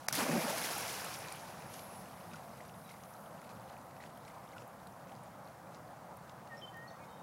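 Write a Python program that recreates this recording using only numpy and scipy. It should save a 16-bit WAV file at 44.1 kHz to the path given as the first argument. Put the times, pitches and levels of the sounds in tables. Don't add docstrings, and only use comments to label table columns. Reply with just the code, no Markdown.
import sys
import numpy as np
from scipy import signal
from scipy.fft import rfft, irfft, next_fast_len
from scipy.io import wavfile
from scipy.ndimage import uniform_filter1d, map_coordinates

SR = 44100
rng = np.random.default_rng(int(sys.argv[2]) if len(sys.argv) > 2 else 0)


def wav_record(signal):
    frames = np.transpose(np.atleast_2d(signal))
    bounded = np.clip(frames, -1, 1)
    quanta = np.round(bounded * 32767).astype(np.int16)
    wavfile.write(sys.argv[1], SR, quanta)


def natural_amplitude(level_db):
    exponent = np.asarray(level_db, float) / 20
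    return 10 ** exponent


N = 318731

# peak t/s, boom level/dB, spray
# level/dB
SURGES = [(0.19, -44, -43.5), (0.23, -44, -56), (0.29, -43, -64), (0.34, -31.5, -58),
          (0.374, -34, -58), (0.43, -50, -47.5), (0.5, -36.5, -43), (0.58, -58, -51),
          (0.65, -60, -44), (0.72, -61, -43.5), (0.8, -62, -50), (1.14, -65, -51), (1.74, -70, -58),
          (1.79, -67, -67)]
SURGE_RISE_S = 0.039


def unit(x):
    return x / np.sqrt(np.mean(x ** 2) + 1e-20)


def curves(rows, outside=-120):
    s, *cols = np.transpose(rows)
    t = np.arange(N) / SR
    return [np.interp(t, s, c, outside, outside) for c in cols]


def coloured(x, spectrum):
    m = next_fast_len(len(x) + 8192)
    hz, db = np.transpose(spectrum)
    log_hz = np.log(np.fft.rfftfreq(m, 1 / SR) + 1)
    gain = natural_amplitude(np.interp(log_hz, np.log(hz + 1), db, -120, -120))
    return unit(irfft(rfft(x, m) * gain, m)[:len(x)])


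def wobble(rate_hz):
    knots = rng.standard_normal(int(N * rate_hz / SR) + 4)
    return map_coordinates(knots, [np.arange(N) * rate_hz / SR])


def patchy(depth_db):
    z = signal.stft(rng.standard_normal(N + 512), nperseg=512)[2]
    field = uniform_filter1d(rng.standard_normal(z.shape), size=6, axis=0)
    field = uniform_filter1d(field, size=8, axis=1)
    return unit(signal.istft(z * natural_amplitude(depth_db * unit(field)), nperseg=512)[1][:N])


def grains(count, size, centre_hz, spread, cycles, scatter_db):
    when, luck = rng.random((count, 2)).T
    hz = np.clip(centre_hz * np.exp(spread * rng.standard_normal(count)), 100, 15000)[:, None]
    turns = hz * np.arange(size) / SR
    wave = np.sin(2 * np.pi * turns * (1 + 0.058 * turns / cycles))
    wave = wave * np.exp(-turns / cycles) * (1 - np.exp(-turns / 0.12))
    wave = wave * natural_amplitude(-scatter_db * np.log(np.maximum(luck, 1 / 30)))[:, None]
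    wave = wave * (hz * (1 + 0.24 * turns / cycles) < SR / 2.3)
    at = (when * N).astype(int)[:, None] + np.arange(size)
    return unit(np.bincount(at.ravel(), wave.ravel(), N + size)[:N])


def add(out, s, x):
    part = out[round(s * SR):][:len(x)]
    part += x[:len(part)]


def glide(hz, rise, life_s):
    u = np.arange(int(life_s * SR)) / (life_s * SR)
    return np.sin(2 * np.pi * hz * life_s * (u + rise * u * u / 2)), u


def swells(rows):
    t, power = np.arange(N) / SR, 1e-12
    for s, rise_s, hold_s, db, fall_db_per_s in rows:
        short_db = 15 * np.clip(1 - (t - s) / rise_s, 0, 1)
        short_db = short_db + fall_db_per_s * np.clip(t - s - rise_s - hold_s, 0, None)
        power = power + natural_amplitude(db - short_db) ** 2 * (t > s)
    return 10 * np.log10(power)


def bursts(tops, rise_s, fall_db_per_s):
    return [(s - rise_s, rise_s, 0, db, fall_db_per_s) for s, db in tops]


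def scattered(x, t60_s):
    t = np.arange(SR // 3) / SR
    haze = rng.standard_normal(len(t)) * natural_amplitude(-60 * t / t60_s)
    return signal.fftconvolve(x, haze / np.linalg.norm(haze))[:N]


def marsh():
    # t/s, level/dB
    road = [
        (2.2, -50.5),
        (2.87, -52),
        (3.15, -50.5),
        (4.4, -50.5),
        (6.67, -51.5),
        (7.23, -51.5),
    ]
    # f/Hz, level/dB
    hum_band = [(15, -50), (30, -11), (50, -14.5), (80, -6.5), (125, 0), (177, 0), (253, -7), (372, -10),
                (404, -13), (515, -4), (772, -1.5), (837, -3), (1360, -9.5), (2340, -24), (2530, -26),
                (3500, -29), (7260, -31), (15900, -34)]
    # f/Hz, level/dB
    engine_band = [(110, -41), (150, -1.5), (200, -3), (250, -9.5), (300, -40)]
    # start t/s, rise/s, hold/s, level/dB, fall/(dB/s)
    passing = [
        (1.2, 0.73, 0.99, -62, 5.8),
        (4.6, 0.27, 0.23, -69.5, 12),
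    ]
    level_db, = curves(road, outside=None)
    hum = natural_amplitude(level_db - 1.0 + 0.47 * wobble(2.964)) * coloured(patchy(0.96), hum_band)
    return hum + natural_amplitude(swells(passing)) * coloured(rng.standard_normal(N), engine_band)


def bird():
    # t/s, length/s, start f/Hz, end f/Hz, level/dB
    notes_sung = [(2.3, 0.044, 3750, 3750, -66), (2.838, 0.07, 3950, 3760, -64.5),
                  (6.566, 0.032, 5330, 5300, -62), (6.562, .04, 5640, 5560, -65),
                  (6.62, 0.022, 4650, 4650, -69), (6.652, 0.055, 3530, 3490, -70),
                  (6.871, 0.02, 4160, 4480, -57), (6.888, 0.015, 4600, 4250, -57),
                  (6.894, 0.0143, 4330, 3400, -58), (6.872, .05, 5480, 5480, -70),
                  (6.865, 0.07, 6080, 6100, -71), (6.997, 0.06, 2235, 2180, -63),
                  (6.995, 0.06, 2410, 2500, -66), (7.078, 0.08, 3730, 3700, -68.5),
                  (7.16, 0.066, 3720, 3780, -72), (7.084, 0.1, 3085, 3125, -70)]
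    # delay/s, level/dB
    bank = [
        (0.041, -21),
        (0.086, -30),
    ]
    song, rasp = np.zeros(N), wobble(260)
    for s, life_s, start_hz, end_hz, db in notes_sung:
        tone, u = glide(start_hz, end_hz / start_hz - 1, life_s)
        depth = np.clip(start_hz / 4200 - 0.85, 0.08, 0.3) + 0.2 * (db < -61)
        rough = 1 + depth * rasp[round(s * SR):][:len(u)]
        tone, u = tone[:len(rough)], u[:len(rough)]
        attack = np.clip(u * life_s / 0.012, 0, 1)
        release = np.clip((1 - u) * life_s / 0.0047, 0, 1)
        add(song, s, natural_amplitude(db - 31 * u * life_s) * tone * rough * attack * release)
    song = song * natural_amplitude(1.1 * wobble(40))
    out = song + natural_amplitude(-6.0) * scattered(song, t60_s=0.5)
    for delay_s, db in bank:
        add(out, delay_s, natural_amplitude(db) * song)
    return out


def loud_whistles():
    # t/s, f/Hz, level/dB
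    tracks = [
        [(6.49, 1960, -72), (6.503, 1920, -60), (6.522, 1841, -48.5), (6.542, 1830, -47.5), (6.556, 1845, -55),
         (6.566, 1850, -65), (6.58, 1845, -60), (6.6, 1840, -67), (6.64, 1835, -73)],
        [(6.718, 1920, -72), (6.73, 1900, -60), (6.761, 1827, -51), (6.827, 1865, -51.5), (6.845, 1894, -57),
         (6.857, 1885, -50.5), (6.868, 1890, -57), (6.935, 1865, -61), (6.958, 1840, -74)],
        [(6.6135, 3200, -66), (6.6155, 3260, -55), (6.618, 3350, -68), (6.621, 3450, -60), (6.626, 3380, -70)],
        [(6.6195, 3130, -68), (6.621, 3080, -50), (6.628, 3120, -52), (6.633, 3095, -47.5), (6.65, 3070, -46),
         (6.655, 3080, -47), (6.659, 3120, -58), (6.67, 3110, -66)],
        [(6.671, 3110, -68), (6.674, 3100, -56), (6.684, 3084, -54), (6.695, 3090, -56), (6.699, 3100, -70),
         (6.704, 3080, -62), (6.715, 3075, -69), (6.79, 3090, -72), (6.85, 3120, -75)],
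    ]
    out = np.zeros(N)
    for rows in tracks:
        hz, db = curves(rows)
        tone = np.sin(2 * np.pi * np.cumsum(np.abs(hz)) / SR)
        out = out + natural_amplitude(uniform_filter1d(db, size=40) + 1.4 * wobble(70)) * tone
    return out + natural_amplitude(-15) * scattered(out, t60_s=0.6)


def nose():
    # t/s, f/Hz, level/dB
    high = [
        (1.65, 10200, -78),
        (1.665, 10600, -67),
        (1.68, 11050, -68),
        (1.72, 11550, -73),
        (1.77, 11850, -67),
        (1.8, 11400, -67),
        (1.845, 11480, -66),
        (1.885, 11150, -76),
    ]
    # t/s, f/Hz, level/dB
    late = [
        (1.895, 11100, -73),
        (1.91, 10800, -70),
        (1.945, 10550, -68),
        (1.98, 10380, -65),
        (2.005, 10020, -68),
        (2.03, 9650, -72),
        (2.05, 9300, -79.5),
    ]
    # t/s, f/Hz, level/dB
    low = [
        (1.655, 9600, -81),
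        (1.68, 10350, -69),
        (1.71, 10350, -75),
        (1.75, 10900, -68),
        (1.8, 10800, -70),
        (1.86, 10450, -68),
        (1.9, 10280, -68),
        (1.95, 10080, -72),
        (2.0, 9960, -78),
    ]
    out = np.zeros(N)
    for rows in (high, late, low):
        hz, db = curves(rows)
        phase = 2 * np.pi * np.cumsum(np.abs(hz) * (1 + 0.0025 * wobble(120))) / SR
        level = natural_amplitude(uniform_filter1d(db, size=300) + 5.5 + 1.5 * wobble(69.6))
        out = out + level * (1 + 0.36 * wobble(500)) * np.sin(phase)
    return out


def bubbles():
    # f/Hz, level/dB
    churn_band = [(280, -30), (420, -2), (650, 0), (950, -6), (1300, -30)]
    # start t/s, rise/s, hold/s, level/dB, fall/(dB/s)
    tumble = [
        (0.165, 0.03, 0.21, -48, 120),
        (0.46, 0.03, 0.05, -51, 120),
    ]
    # start t/s, rise/s, hold/s, level/dB, fall/(dB/s)
    wake_bubbles = [
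        (1.2, 0.5, 2.5, -76.5, 3),
    ]
    small = grains(count=2000, size=500, centre_hz=600, spread=0.396, cycles=4.5, scatter_db=2.0)
    churn = coloured(patchy(1.5) + 0.6 * small, churn_band)
    plinks = grains(count=260, size=260, centre_hz=4300, spread=0.45, cycles=7.7, scatter_db=2.5)
    return natural_amplitude(swells(tumble)) * churn + natural_amplitude(swells(wake_bubbles)) * plinks


def spray():
    # start t/s, rise/s, hold/s, level/dB, fall/(dB/s)
    sheet = [
        (0.088, 0.0017, 0.001, -47, 2300),
        (-0.01, 0.0035, 0.1, -66, 300),
        (0.09, 0.0033, 0.038, -54, 360),
        (0.1255, 0.0017, 0.0034, -41, 330),
        (0.13, 0.022, 0.052, -43, 100),
        (0.14, 0.18, 0.57, -47.5, 25.7),
        (1.0, 0.3, 0.61, -66.5, 9.5),
    ]
    # start t/s, rise/s, hold/s, level/dB, fall/(dB/s)
    wake = [
        (1.97, 0.4, 0.085, -71.5, 1.5),
    ]
    # peak t/s, level/dB
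    strokes = [(2.341, -62), (2.6, -66), (2.9, -63.5), (3.509, -67), (3.58, -81), (3.7, -73), (4.04, -62),
               (4.28, -64), (4.59, -64), (4.87, -73), (5.12, -69), (5.25, -70), (5.47, -75), (5.74, -65),
               (6.3, -71), (6.48, -80), (6.574, -67), (6.742, -75), (7.055, -76)]
    # start t/s, rise/s, hold/s, level/dB, fall/(dB/s)
    foam_swells = [
        (1.2, 0.55, 0.3, -65, 2.9),
        (2.7, 0.09, 0.47, -65, 170),
        (4.1, 0.2, 0.4, -77, 40),
    ]
    # f/Hz, level/dB
    mist_band = [(880, -3.5), (1500, -3.5), (1850, -7), (2340, -4.5), (3340, -6.5), (3610, -7.5),
                 (5640, -4), (8280, -10), (10300, -3.5), (13700, -11), (15900, -15)]
    # f/Hz, level/dB
    paddle_band = [(710, -24), (1200, 0.5), (1400, -13), (1710, -21), (1930, -2), (3350, -15.5),
                   (4840, -12), (10400, -17), (15900, -30)]
    # f/Hz, level/dB
    fizz_band = [(6500, -42), (8600, -9.5), (10300, -4), (11600, -3), (12600, -6), (13800, -11.5),
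                 (15800, -11)]

    def crackle():
        return grains(count=16000, size=56, centre_hz=6180, spread=0.658, cycles=3.5, scatter_db=2.0)

    surge_tops = [(s, db) for s, _, db in SURGES]
    sheet_db = swells(sheet + bursts(surge_tops, SURGE_RISE_S, fall_db_per_s=300))
    paddling_db = swells(wake + bursts(strokes, rise_s=0.076, fall_db_per_s=208))
    flutter_db = 0.45 * wobble(16.1) + 0.55 * wobble(45.6)
    falling = natural_amplitude(sheet_db + 3.5 + flutter_db) * coloured(patchy(1.0) + 0.54 * crackle(), mist_band)
    slosh = coloured(patchy(3.2) + 0.41 * crackle(), paddle_band)
    paddling = natural_amplitude(paddling_db + 0.5 + 3.3 * wobble(90)) * slosh
    fizz = coloured(patchy(2.0) + 0.68 * crackle(), fizz_band)
    foam = natural_amplitude(swells(foam_swells) - 3 + 0.8 * wobble(21.8)) * fizz
    blips = grains(count=500, size=300, centre_hz=3800, spread=0.493, cycles=6.1, scatter_db=3.0)
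    return falling + paddling + foam + natural_amplitude(np.maximum(paddling_db, sheet_db) - 10.5) * blips


def drops(table, colour, turns):
    out, t = np.zeros(N), np.arange(400) / SR
    hiss = coloured(rng.standard_normal(N + len(t)), colour)
    for s, db, hz, share in table:
        share = np.clip(share, 0, 1)
        tick = hiss[round(s * SR):][:len(t)] * np.exp(-t / 0.0022) * (1 - np.exp(-t / 0.00039))
        ring = np.sin(2 * np.pi * hz * t * (1 + 8 * t))
        ring = ring * np.exp(-t * hz / turns) * (1 - np.exp(-t / 0.00019))
        both = share * ring / np.abs(ring).max() + (1 - share) * tick / np.abs(tick).max()
        add(out, s + 0.00087, natural_amplitude(db) * both)
    return out


def droplets():
    # t/s, peak level/dB, f/Hz, ring share/1
    splash = [(0.131, -38, 3200, 0.6), (0.575, -35, 5010, 0.4), (0.5865, -31, 5020, 0.5),
              (1.047, -44, 2390, 0), (1.0849, -39, 5170, 0.75), (1.1406, -37, 5750, 0.8),
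              (1.1445, -41, 4840, 0.8), (1.396, -46, 5990, 0.7), (1.2835, -38, 4070, 0.26),
              (1.3203, -40, 2345, 0.2), (1.5783, -50.5, 2690, 0), (1.6222, -46, 2700, 0.6),
              (1.7375, -45, 3210, 0.5), (1.7398, -40, 6030, 0.8), (1.7915, -40.5, 2650, 0.3),
              (2.3328, -47, 2650, 0.1), (2.3375, -49, 6310, 0.7), (2.3565, -47, 2600, 0.2),
              (2.6952, -49, 2750, 0.8), (2.816, -56, 5200, 0.7), (2.8795, -53, 5470, 0.7),
              (2.918, -52, 4300, 0.8), (2.91, -49, 2310, 0.4), (3.0355, -45.5, 6270, 0.55),
              (3.4913, -46.5, 2590, 0.24), (3.499, -53, 6800, 0.6), (3.6865, -54, 2780, 0.8),
              (3.697, -50, 3160, 0.3), (3.7666, -50.5, 2430, 0.95), (4.0082, -53, 3930, 0.6),
              (4.018, -52, 2100, 0.5), (4.0374, -44, 2500, 0.5), (4.061, -55, 3200, 0.8),
              (4.1, -56, 2900, 0.7), (4.2495, -50, 6520, 0.4), (4.2781, -50, 2200, 0.8),
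              (4.282, -53, 3000, 0.7), (4.44, -58, 5400, 0.8), (4.476, -56, 3500, 0.8),
              (4.4885, -54, 5560, 0.6), (4.5804, -42.5, 2620, 0.7), (4.581, -49, 3350, 0.8),
              (4.6204, -50, 3000, 0.45), (4.8703, -47, 4020, 0.7), (5.0936, -52, 2560, 0.7),
              (5.1185, -54, 3290, 0.7), (5.1511, -53, 4720, 0.6), (5.1625, -53, 4760, 0.7),
              (5.745, -48, 4110, 0.5), (6.2945, -46, 3680, 0.4), (6.4726, -51, 3220, 0.2)]
    # t/s, peak level/dB, f/Hz, ring share/1
    further_drops = [(1.1278, -39, 5230, 0.4), (1.3475, -41, 2930, 0.7), (1.4492, -52, 3200, 0.6),
                     (1.9504, -51, 2090, 0.3), (2.0194, -50, 2020, 0.4), (2.2378, -52, 2170, 0.4),
                     (2.315, -48, 2500, 0.8), (2.4922, -50, 5880, 0.5), (2.606, -52, 2040, 0.4),
                     (2.6504, -48, 2170, 0.4), (2.8094, -54, 1990, 0.5), (2.8924, -48, 3140, 0.7),
                     (2.9394, -47, 2030, 0.5), (3.3099, -56, 2050, 0.4), (3.4161, -48, 2100, 0.4),
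                     (3.4466, -48, 2110, 0.4), (3.5094, -55, 2590, 0.4), (3.5514, -57, 2000, 0.4),
                     (3.5698, -51, 2600, 0.5), (3.6144, -58, 2360, 0.4), (3.9094, -50, 2000, 0.4),
                     (3.9644, -49, 2480, 0.4), (4.0024, -47.5, 2130, 0.6), (4.1725, -52, 3080, 0.7),
                     (4.2024, -54, 2140, 0.4), (4.2994, -57, 2050, 0.4), (4.5176, -53, 3830, 0.8),
                     (4.5314, -54, 2100, 0.4), (5.0704, -53, 2130, 0.4), (5.2354, -58, 2040, 0.4),
                     (5.4745, -51, 4290, 0.7), (5.6014, -57, 2000, 0.4), (5.6707, -53, 2340, 0.4),
                     (6.2764, -52, 2090, 0.4), (6.57, -50, 5300, 0.4), (6.7414, -50, 3070, 0.4),
                     (6.9194, -55, 4310, 0.4), (7.0194, -56, 2190, 0.4), (7.0544, -56, 2180, 0.4)]
    # t/s, peak level/dB, f/Hz, ring
    pops = [(0.1262, -31, 9150, 0.4), (0.1512, -28, 11500, 0.5), (0.581, -30.5, 9900, 0.5),
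            (0.6145, -32, 11000, 0.7), (0.7801, -33, 10400, 0.3), (0.806, -34, 11800, 0.5),
            (0.9274, -35, 9700, 0.5), (1.044, -37.5, 10300, 0), (1.1882, -38.5, 9740, 0.5),
            (1.3233, -34, 9910, 0.66), (1.3548, -45, 10300, 0.57), (1.7399, -47, 9030, 0.3),
            (1.795, -50, 9300, 0.4), (2.6793, -52, 11300, 0.7), (2.9144, -48, 9800, 0.6),
            (3.4146, -53, 10900, 0.6), (3.777, -53, 10200, 0.5), (4.1744, -50, 11600, 0.7),
            (4.6767, -52, 12000, 0.7), (4.8713, -51, 9680, 0.5), (5.235, -53, 8970, 0.6),
            (6.1693, -46.5, 13500, 0.55), (6.7695, -49, 15000, 0.7)]
    # f/Hz, level/dB
    dull = [(700, -34), (1500, 4.5), (4000, -3), (7000, -3.5), (9000, -24)]
    # f/Hz, level/dB
    bright = [(5500, -23), (8000, 1), (11000, 3), (15800, -12)]
    out = natural_amplitude(3.0) * drops(splash, dull, turns=2.2)
    out = out + drops(further_drops, dull, turns=3.5)
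    return out + natural_amplitude(3.0) * drops(pops, bright, turns=6.7)


def slaps():
    # t/s, peak level/dB, thump re peak/dB
    paws = [
        (0.0841, -13, -7),
        (0.1257, -20.5, -27),
        (0.1425, -32, 1),
    ]
    # f/Hz, level/dB
    crack_band = [(1470, -11), (2500, -12), (3200, -12), (3800, -6), (4400, 9), (6000, 9.5), (7800, -2),
                  (9920, 3.5), (15900, -18)]
    out, t = np.zeros(N), np.arange(800) / SR
    for s, db, low_db in paws:
        shape = np.exp(-np.abs(t - 0.0025) / 0.001) + 0.1 * np.exp(-t / 0.0062) * (t > 0.0025)
        crack = coloured(rng.standard_normal(len(t)), crack_band) * shape
        crack[round(0.0025 * SR):][:2] += 2.0 * np.array([1, -1])
        thump = np.sin(2 * np.pi * 1800 * t) * np.exp(-((t - 0.0026) / 0.00041) ** 2)
        thump = thump + 0.48 * np.sin(2 * np.pi * 800 * t) * np.exp(-((t - 0.003) / 0.0011) ** 2)
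        add(out, s - 0.001, natural_amplitude(db) * crack / np.abs(crack).max() + natural_amplitude(db + low_db) * thump)
    return out


def plunge():
    # start t/s, rise/s, hold/s, level/dB, fall/(dB/s)
    boom = [
        (0.12, 0.11, 0.13, -38.5, 45),
        (0.5, 0.092, 0.25, -55, 10.5),
    ]
    # start t/s, rise/s, hold/s, level/dB, fall/(dB/s)
    boil = [
        (0.14, 0.049, 0.025, -38, 270),
        (0.093, 0.15, 0.18, -41.5, 12.8),
    ]
    # t/s, f/Hz, pitch rise/1, life/s, level/dB
    gulps = [(0.121, 126, 0.21, 0.03, -41.5), (.175, 275, 0.11, 0.024, -35), (.215, 201, 0.21, 0.029, -36),
             (.215, 430, 0.079, 0.025, -42), (.278, 210, 0.36, 0.027, -33), (.258, 740, -0.28, .058, -37.5),
             (.3, 149, 0.26, 0.047, -33), (.35, 187, -0.018, 0.031, -33), (.21, 374, 0.25, 0.0275, -38),
             (.24, 267, 0.22, 0.029, -42), (.315, 550, 0.05, 0.035, -40), (0.33, 520, 0.1, 0.025, -47),
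             (.325, 249, -0.11, 0.041, -30), (.35, 590, -0.075, 0.039, -36.5),
             (.335, 760, 0.034, 0.028, -35), (.425, 790, 0.08, 0.025, -44), (.345, 363, 0.023, 0.03, -33.5),
             (.435, 223, 0.066, 0.025, -35.5), (.468, 610, -0.099, 0.031, -36),
             (.485, 190, 0.0057, 0.024, -39), (.525, 590, 0.27, 0.048, -44), (.49, 860, 0.042, 0.022, -37),
             (1.42, 880, 0.027, 0.029, -47), (2.339, 1300, 0.15, 0.011, -43),
             (2.603, 1600, 0.43, 0.006, -48), (2.905, 2050, 0.09, 0.009, -50.5),
             (4.0, 1900, 0.047, 0.01, -53), (4.531, 1950, 0.11, 0.0076, -53),
             (3.141, 1380, -0.052, 0.015, -49), (4.562, 1430, 0.025, 0.013, -47),
             (0.108, 1400, 0.1, 0.008, -42), (0.565, 900, 0.2, 0.022, -42), (0.7, 640, 0.05, 0.02, -44),
             (0.755, 790, 0.056, 0.02, -41), (0.922, 930, 0.024, 0.018, -44),
             (3.423, 1300, 0.05, 0.01, -51), (4.037, 1500, 0.3, 0.004, -48), (4.3, 1800, 0.2, 0.005, -53),
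             (5.719, 1340, 0.05, 0.01, -51)]
    # f/Hz, level/dB
    froth_band = [(180, -21), (300, -5.5), (797, 1), (1190, -2), (1450, 1), (1970, 0), (2400, 1),
                  (3500, -14), (4550, -18), (7700, -120)]
    # f/Hz, level/dB
    cavity_band = [(60, -58), (100, -17), (160, 1.5), (240, 0.5), (370, -6), (520, -3.5), (700, -63)]
    booms = [(s, db) for s, db, _ in SURGES]
    boils = [(s, min(db, -34) - 8) for s, db in booms]
    cavity_db = swells(boom + bursts(booms, SURGE_RISE_S, fall_db_per_s=420))
    froth_db = swells(boil + bursts(boils, SURGE_RISE_S, fall_db_per_s=420))
    mid_bubbles = grains(count=6000, size=300, centre_hz=905, spread=0.562, cycles=5.4, scatter_db=2.0)
    froth = coloured(patchy(2.2) + 0.73 * mid_bubbles, froth_band)
    cavity = coloured(patchy(2.5), cavity_band)
    out = natural_amplitude(cavity_db - 5.5) * cavity + natural_amplitude(froth_db + 0.93 * wobble(30.34)) * froth
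    for s, hz, rise, life_s, db in gulps:
        tone, u = glide(hz, rise, life_s)
        add(out, s, natural_amplitude(db) * tone * np.sin(np.pi * u ** 1.33))
    return out


def scene():
    background = marsh() + bird() + loud_whistles()
    dog = nose() + bubbles() + spray() + droplets() + slaps() + plunge()
    return (background + dog)[None]


def treble_dropouts(x):
    # start t/s, end t/s, above f/Hz, level/dB
    gaps = [
        (0.0705, 0.0795, 2500, -45),
        (0.1135, 0.1235, 3800, -8),
    ]
    t = np.arange(SR // 4) / SR
    for start_s, end_s, hz, db in gaps:
        highpass = signal.butter(8, hz, "high", fs=SR, output="sos")
        treble = signal.sosfiltfilt(highpass, x[:, :len(t)])
        inside = np.clip(np.minimum(t - start_s, end_s - t) / 0.001 + 1, 0, 1)
        x = x - np.pad(treble * inside * (1 - natural_amplitude(db)), [(0, 0), (0, N - len(t))])
    return x


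def band_limit(x):
    return signal.sosfilt(signal.butter(12, 16640, fs=SR, output="sos"), x)


def record(dry):
    m = next_fast_len(N)
    hz = np.fft.rfftfreq(m, 1 / SR)
    response = (hz < 15840) / (1 + (48 / (hz + 1)) ** 4)
    kept = irfft(rfft(dry, m) * response, m)[:, :N]
    mix = treble_dropouts(kept)
    return band_limit(mix)


dry = scene()
out = record(dry)
wav_record(out)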